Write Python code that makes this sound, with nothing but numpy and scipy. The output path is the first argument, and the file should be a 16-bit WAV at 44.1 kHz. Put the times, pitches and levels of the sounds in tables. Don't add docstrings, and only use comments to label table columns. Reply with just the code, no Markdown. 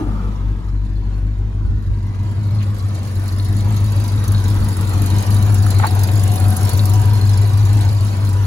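import sys
import numpy as np
from scipy import signal
from scipy.fft import rfft, irfft
from scipy.io import wavfile
from scipy.ndimage import uniform_filter1d

SR = 44100
rng = np.random.default_rng(int(sys.argv[2]) if len(sys.argv) > 2 else 0)


def master_out(mix):
    frames = np.transpose(np.atleast_2d(mix))
    ceiling = np.clip(frames, -1, 1)
    pcm = np.round(ceiling * 32767).astype(np.int16)
    wavfile.write(sys.argv[1], SR, pcm)


N = 373086
TIME, FREQS = np.arange(N) / SR, np.fft.rfftfreq(N, 1 / SR)


def amp(db):
    return 10 ** (np.asarray(db) / 20)


def unit(x):
    return x / np.sqrt(np.mean(x ** 2) + 1e-20)


def curve(rows, axis=1):
    columns = np.transpose(rows)
    return np.interp(TIME, columns[0], columns[axis])


def read(points):
    hz, value = np.transpose(points)
    return np.interp(np.log(FREQS + 1), np.log(hz + 1), value)


def colour(x, spectrum):
    return unit(irfft(rfft(x) * amp(read(spectrum)), N))


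def noise():
    return rng.standard_normal((2, N))


def resonate(x, hz, width_hz):
    turn = np.exp(2j * np.pi * np.cumsum(hz * np.ones(x.shape[-1])) / SR)
    r = np.exp(-np.pi * abs(width_hz) / SR)
    shifted = x / turn + 1e-18
    smooth = signal.lfilter([1], [1, -2 * r, r * r], shifted)
    return unit((turn * smooth).real)


def clicks(times, sizes):
    inside = (times >= 0) & (times < TIME[-1])
    return np.bincount((times[inside] * SR).astype(int), sizes[inside], N)


def puffs(train, rise_s, t60, steady):
    t = TIME[:SR // 4]
    shape = (1 - np.exp(-t / rise_s)) * np.exp(-np.log(1000) * t / t60)
    flow = unit(signal.oaconvolve(train, shape)[:N])
    return noise() * np.sqrt(flow ** 2 + steady ** 2)


def bursts(rows, grit_db):
    out = np.zeros((2, N))
    for s, length, db, hz, width in rows:
        grit, size = rng.standard_normal((2, 2, SR // 2))
        count = int(np.clip(length * SR, 32, SR // 4))
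        body = resonate(grit * amp(grit_db * size), hz, width)
        sound = unit(resonate(body, hz, 3 * width)[:, -count:])
        swell = np.sin(np.linspace(0, np.pi, count))
        part = out[:, int(s * SR):][:, :count]
        part += (amp(db) * sound * swell)[:, :part.shape[1]]
    return out


def mottle(x, depth_db, size, count):
    hz, _, z = signal.stft(x, SR, nperseg=size)
    patches = rng.standard_normal(z.shape[:0:-1]).T
    patches = uniform_filter1d(patches, count, axis=1)
    patches = unit(uniform_filter1d(patches, size=3, axis=0))
    depth = depth_db * np.clip(hz / 800, 0, 1)[:, None]
    gain = amp(depth * patches - depth ** 2 / 10)
    return signal.istft(z * gain, SR, nperseg=size)[1][:, :N]


def path(db, cab_db, sill_db, falloff):
    # t/s, distance from the engine/m
    distance = [(2, 3.25), (2.7, 2.24), (3.4, 1.83), (4.3, 1.33), (5.1, 0.99), (6.1, 1.01), (6.7, 0.91),
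                (7.4, 0.95), (8.46, 1.35)]
    # t/s, share [0-1]
    in_cab = [(.3, 0.85), (1, 1), (1.6, 0.95), (2.1, 0.56), (2.6, 0.4), (3.2, 0.21)]
    # t/s, share [0-1]
    under_sill = [(2.6, 0), (4, 0.54), (4.6, 1), (6.8, 0.97), (7.15, .1), (8.46, 0)]
    spreading = np.maximum(curve(distance), .1) ** -falloff
    return amp(db + cab_db * curve(in_cab) + sill_db * curve(under_sill)) * spreading


def ports(pair):
    # f/Hz, likeness [0-1]
    likeness = [(100, 0.76), (250, 0.96), (500, 0.69), (1000, 0.72), (2500, 0.14), (4500, 0.086),
                (6200, 0.21), (7500, 1), (15000, 0.93)]
    # f/Hz, left minus right level/dB
    lean = [(60, -3.5), (250, 3), (1000, 0.4), (2500, 1), (3600, 2.5), (4500, -3), (6000, -2), (8000, -0.5),
            (15000, 0.5)]
    # f/Hz, lead of the left/rad
    port_phase = [(0, 0), (100, .15), (250, .3), (500, .6), (1000, 1.4), (2760, 1.7), (5000, 2), (6100, 0),
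                  (15800, -12.57)]
    a, b = rfft(pair)
    same = np.clip(read(likeness), -1, 1)
    lag = np.interp(FREQS, *np.transpose(port_phase))
    right = (same * a + np.sqrt(1 - same ** 2) * b) * np.exp(-1j * lag)
    return irfft(np.array([a, right]) * amp(np.outer([.5, -.5], read(lean))), N)


def stirring_air(air_db=-36):
    # f/Hz, density/(dB per Hz)
    air = [(8, -13), (25, -8), (45, -26), (63, 11), (110, -12), (250, -8), (1000, -63)]
    return amp(air_db) * colour(noise(), air)


def passing_car(hum_db=-2, tyres_db=-7):
    # t/s, level before the hum and tyre offsets/dB, pitch of the hum f/Hz
    car = [(0, -20, 322), (.05, -27.5, 310), (.1, -26, 240), (.16, -27.5, 194), (.27, -27.5, 189),
           (.36, -31.5, 199), (.7, -42, 181), (1.2, -84, 180)]
    # f/Hz, density/(dB per Hz)
    tyres = [(150, 1), (400, 4.5), (700, -7.5), (890, 5.5), (1030, -1), (1250, 2.5), (1600, -12),
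             (2400, -16.5), (5000, -26), (14000, -36)]
    hum = resonate(noise(), curve(car, axis=2), 60)
    roar = colour(noise(), tyres)
    return (amp(hum_db) * hum + amp(tyres_db) * roar) * amp(curve(car))


def far_bird():
    # t/s, length/s, level/dB, centre f/Hz, width/Hz
    chirps = [(.95, .04, -54, 4250, 450), (1.113, 0.058, -57, 4300, 60)]
    return bursts(chirps, grit_db=2)


def scuffs_and_bumps():
    # t/s, length/s, level/dB, centre f/Hz, width/Hz
    scuffs = [(2.143, 0.0092, -47, 1610, 2000), (2.595, 0.054, -39.5, 2430, 2000),
              (5.663, 0.0079, -25.5, 1410, 700), (5.795, 0.011, -20, 1180, 1760),
              (5.812, 0.077, -24.5, 1040, 1690), (5.833, 0.016, -13.5, 1020, 790),
              (5.835, 0.032, -20.5, 907, 180), (5.956, .022, -26, 860, 500),
              (6.084, 0.011, -29.5, 2200, 2500)]
    # t/s, length/s, level/dB, centre f/Hz, width/Hz
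    bumps = [(1.6, 0.21, -17, 70.06, 44.3), (1.865, 0.072, -16.5, 61.3, 60), (4.57, 0.1, -17, 48.7, 30),
             (7.88, .08, -22, 52, 30.44)]
    return bursts(scuffs, grit_db=7) + bursts(bumps, grit_db=1)


def firings():
    # t/s, firing rate/(firings per s)
    speed = [(0.0, 49.82), (0.96, 48.09), (1.32, 50.08), (2.17, 48.65), (2.54, 51.66), (2.9, 48.71),
             (3.35, 47.74), (3.67, 51.28), (4.64, 48.88), (4.91, 47.43), (5.44, 50.64), (5.94, 48.14),
             (6.18, 49.81), (6.53, 47.36), (7.07, 50.91), (7.31, 49.46), (7.64, 51.06), (8.46, 48.81)]
    # exhaust pulse level/dB, its lag/ms, leak spit level/dB, spit scatter/dB
    cylinders = [(3.5, -0.66, 5, 2.5), (2.6, -0.9, 10, 5.5), (-0.9, -0.14, -15, 11), (6, 0.47, 9.5, 2),
                 (5, 0.82, -22, 9), (0.5, 0.75, 8, 4.5), (4.5, -0.12, 0, 9), (3, -0.63, 6, 7)]
    turns = np.cumsum(curve(speed)) / SR - .551
    number = np.arange(int(turns[-1]) + 1)
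    return np.interp(number, turns, TIME), np.array(cylinders)[number % len(cylinders)].T


def stumble_db(times):
    # t of the middle/s, length/s, depth/dB
    stumbles = [(.325, .07, -3), (0.61, 0.051, -15), (1.473, 0.087, -2), (1.78, .06, -4.5),
                (2.115, 0.062, -4.5), (2.33, .05, -5.5), (2.757, 0.044, -12), (3.042, .11, -6),
                (4.034, 0.056, -6), (4.249, 0.024, -17), (4.726, .035, -6), (5.229, 0.043, -17),
                (5.721, 0.045, -3.5), (5.863, 0.085, -8), (6.065, 0.034, -5), (6.339, 0.1, -5),
                (6.566, .065, -8), (6.694, 0.066, -11.5), (7.202, .03, -5), (8.153, 0.27, -4)]
    return sum(db * np.exp(-(2 * (times - s) / length) ** 2) for s, length, db in stumbles)


def whine(hz, width_hz):
    tremble = unit(uniform_filter1d(noise(), SR // 100))
    pitch = hz + width_hz / 2 * tremble
    return unit(np.sin(2 * np.pi * np.cumsum(pitch, axis=1) / SR))


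def engine_bay(times, whine_db=-1.5):
    # f/Hz, density/(dB per Hz)
    bay = [(60, -13), (200, 2.5), (400, 1), (560, -1.5), (800, -2.5), (1050, -2.5), (1350, -5),
           (2000, -9.5), (3000, -15), (4500, -21), (7000, -26.5), (15000, -52)]
    # f/Hz, width of the tremble/Hz, level before beam and whine_db/dB
    whines = [(736, 41.9, -10.5), (974, 40, -8.5), (1127, 30.8, -18.5), (1656, 21.8, -28)]
    # t/s, gain of the first/dB, of the second/dB
    fender_beam = [(2, -23, -2.5), (4.2, -18, -1), (5.2, 0, 0.5), (6.3, 5.5, -6), (7, 3.5, 3.5),
                   (7.6, -11, -1), (8.46, -9, 3)]
    valves = np.concatenate([times, times[1:] - np.diff(times) / 2])
    patter = clicks(valves, amp(rng.uniform(-5, 5, len(valves))))
    rush = colour(puffs(patter, 0.00038, 0.12, 0.87), bay)
    tones = [amp(db) * whine(hz, width) for hz, width, db in whines]
    beaming = tones[0] * amp(curve(fender_beam, axis=1)) + tones[1] * amp(curve(fender_beam, axis=2))
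    pulleys = beaming + sum(tones[2:])
    return (rush + amp(whine_db) * pulleys) * path(db=-30.5, cab_db=-4.5, sill_db=0.6, falloff=0.93)


def ring(train, mode):
    hz, db, t60 = mode
    t = TIME[:SR // 8]
    return signal.oaconvolve(train, np.sin(2 * np.pi * hz * t) * amp(db - 60 * t / t60))[:N]


def leak(times, spit_db, scatter_db, tick_db=-10, tick_scatter_db=5):
    # f/Hz, density/(dB per Hz)
    hiss_spectrum = [(1200, -40), (2400, -10), (3400, -8), (3900, 1), (4500, -0.5), (5700, -6.5),
                     (7000, -5), (8200, -5.5), (10000, -9.5), (15000, -23)]
    # f/Hz, density/(dB per Hz)
    sizzle_spectrum = [(4000, -23), (6500, -2.5), (8200, -3), (9300, 1), (10000, -1), (11000, 1),
                       (12300, -3.5), (14000, -3.5), (15800, -7.5)]
    # t/s, level/dB
    hard_spits = [(4.279, 13), (6.034, 13.5), (6.235, 5), (6.356, 11), (6.563, 9)]
    # f/Hz, level/dB, t60/s
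    manifold = [(3840, -0.5, 0.041), (4200, 1, 0.041), (4350, -9, .025)]
    # t/s, level before the modes' own/dB
    loud_pings = [(3.399, -31), (3.6, -37), (3.77, -34), (4.348, -29), (6.794, -22)]
    luck, *knocks = rng.standard_normal((len(times), 1 + len(manifold))).T
    train = clicks(times, amp(spit_db + scatter_db * np.tanh(2 * luck)))
    hiss = colour(puffs(train, 0.0064, 0.12, 0.95), hiss_spectrum)
    hard_at, hard_db = np.transpose(hard_spits)
    hard_train = clicks(hard_at, amp(hard_db))
    sizzle = colour(puffs(train + hard_train, 0.00096, 0.037, 0.59), sizzle_spectrum)
    jet_at_s, jet_length_s, jet_db = 6.65, 0.97, 5
    beam = amp(jet_db * np.exp(-(2 * (TIME - jet_at_s) / jet_length_s) ** 2))
    sizzle = sizzle * beam * path(db=-35, cab_db=-26, sill_db=3.5, falloff=1.1)
    tick_trains = [clicks(times, amp(tick_scatter_db * knock)) for knock in knocks]
    ticks = unit(sum(ring(ticking, mode) for ticking, mode in zip(tick_trains, manifold)))
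    at, db = np.transpose(loud_pings)
    pings = sum(ring(clicks(at, amp(db)), mode) for mode in manifold)
    near = path(db=-36.0, cab_db=-13.5, sill_db=1.0, falloff=0.95)
    jet = (hiss + amp(tick_db) * ticks) * near + sizzle
    return mottle(jet, depth_db=3.5, size=256, count=5) + pings


def exhaust(times, pulse_db, lag_ms, scatter_db=1.44, jitter_ms=0.45, rough=0.88,
            boom_db=1.0, drone_db=2.5, lope_db=-34):
    # t/s, level before boom_db/dB
    boom_level = [(0, -23), (1.2, -22), (2.6, -16.5), (3.3, -18.5), (3.75, -14.5), (4.9, -15), (5.5, -12),
                  (7.5, -12), (8.46, -14)]
    # t/s, level before drone_db/dB
    drone_level = [(0, -22), (1.1, -21), (1.9, -22.5), (2.5, -35.5), (3.3, -33), (3.7, -28.5), (7.5, -29),
                   (8.46, -29)]
    # f/Hz, width/Hz, level against each other/dB
    pipe = [(144.7, 23, -4), (176.8, 36.2, 5), (207.4, 23.8, 5.5), (265.5, 31, -4), (313.4, 31.3, -1.5),
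            (391, 26, -10)]
    strength, slip = rng.standard_normal((len(times), 2)).T
    sizes = amp(pulse_db + stumble_db(times) + scatter_db * strength)
    train = clicks(times + (lag_ms + jitter_ms * slip) / 10 ** 3, sizes)
    train = colour(train, [(10, -37), (35, -28), (58, -0.5), (75, 1.5), (125, 4), (150, -8), (220, -12.5),
                           (600, -33)])
    boom = resonate(train, 99.4, 46.7) * amp(curve(boom_level) + boom_db)
    drone = colour(resonate(train, 46.4, 15.6), [(20, 3), (42, -1), (60, -1.5), (100, 5.0)])
    drone = drone * amp(curve(drone_level) + drone_db)
    uneven = clicks(times, sizes - sizes.mean())
    lope = colour(uneven, [(14, -43), (30, -9), (43, 0), (60, 6), (90, -22), (250, -72)]) * amp(lope_db)
    gas = puffs(clicks(times, amp(pulse_db)), 0.0024, 0.03, 0.71)
    burble = sum(amp(db) * (resonate(train, hz, width) + rough * resonate(gas, hz, width))
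                 for hz, width, db in pipe)
    return boom + drone + lope, unit(burble) * path(db=-32.5, cab_db=-2.0, sill_db=5.5, falloff=0)


def scene():
    # t/s, left minus right level/dB
    exhaust_side = [(1.2, 2.6), (1.8, 0.5), (4.5, 2), (5.3, 3), (6.8, 3.5), (7.7, 2.2)]
    times, (pulse_db, lag_ms, spit_db, scatter_db) = firings()
    bass, burble = exhaust(times, pulse_db, lag_ms)
    engine = burble + engine_bay(times) + leak(times, spit_db, scatter_db)
    mottled = mottle(engine + passing_car(), depth_db=2.5, size=1024, count=14)
    bass_pair = bass * amp(np.outer([.5, -.5], curve(exhaust_side)))
    return bass_pair + ports(mottled + scuffs_and_bumps() + far_bird()) + stirring_air()


def record(dry, ceiling_db=-7.5):
    edge_hz = 15850
    power = uniform_filter1d(dry[0] ** 2, SR // 50)
    limited = dry / (1 + (power / amp(ceiling_db) ** 2) ** 4) ** (1 / 8)
    lowpass = signal.firwin(511, edge_hz, window=("kaiser", 9), fs=SR)
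    return signal.oaconvolve(limited, lowpass[None], "same")


dry = scene()
out = record(dry)
master_out(out)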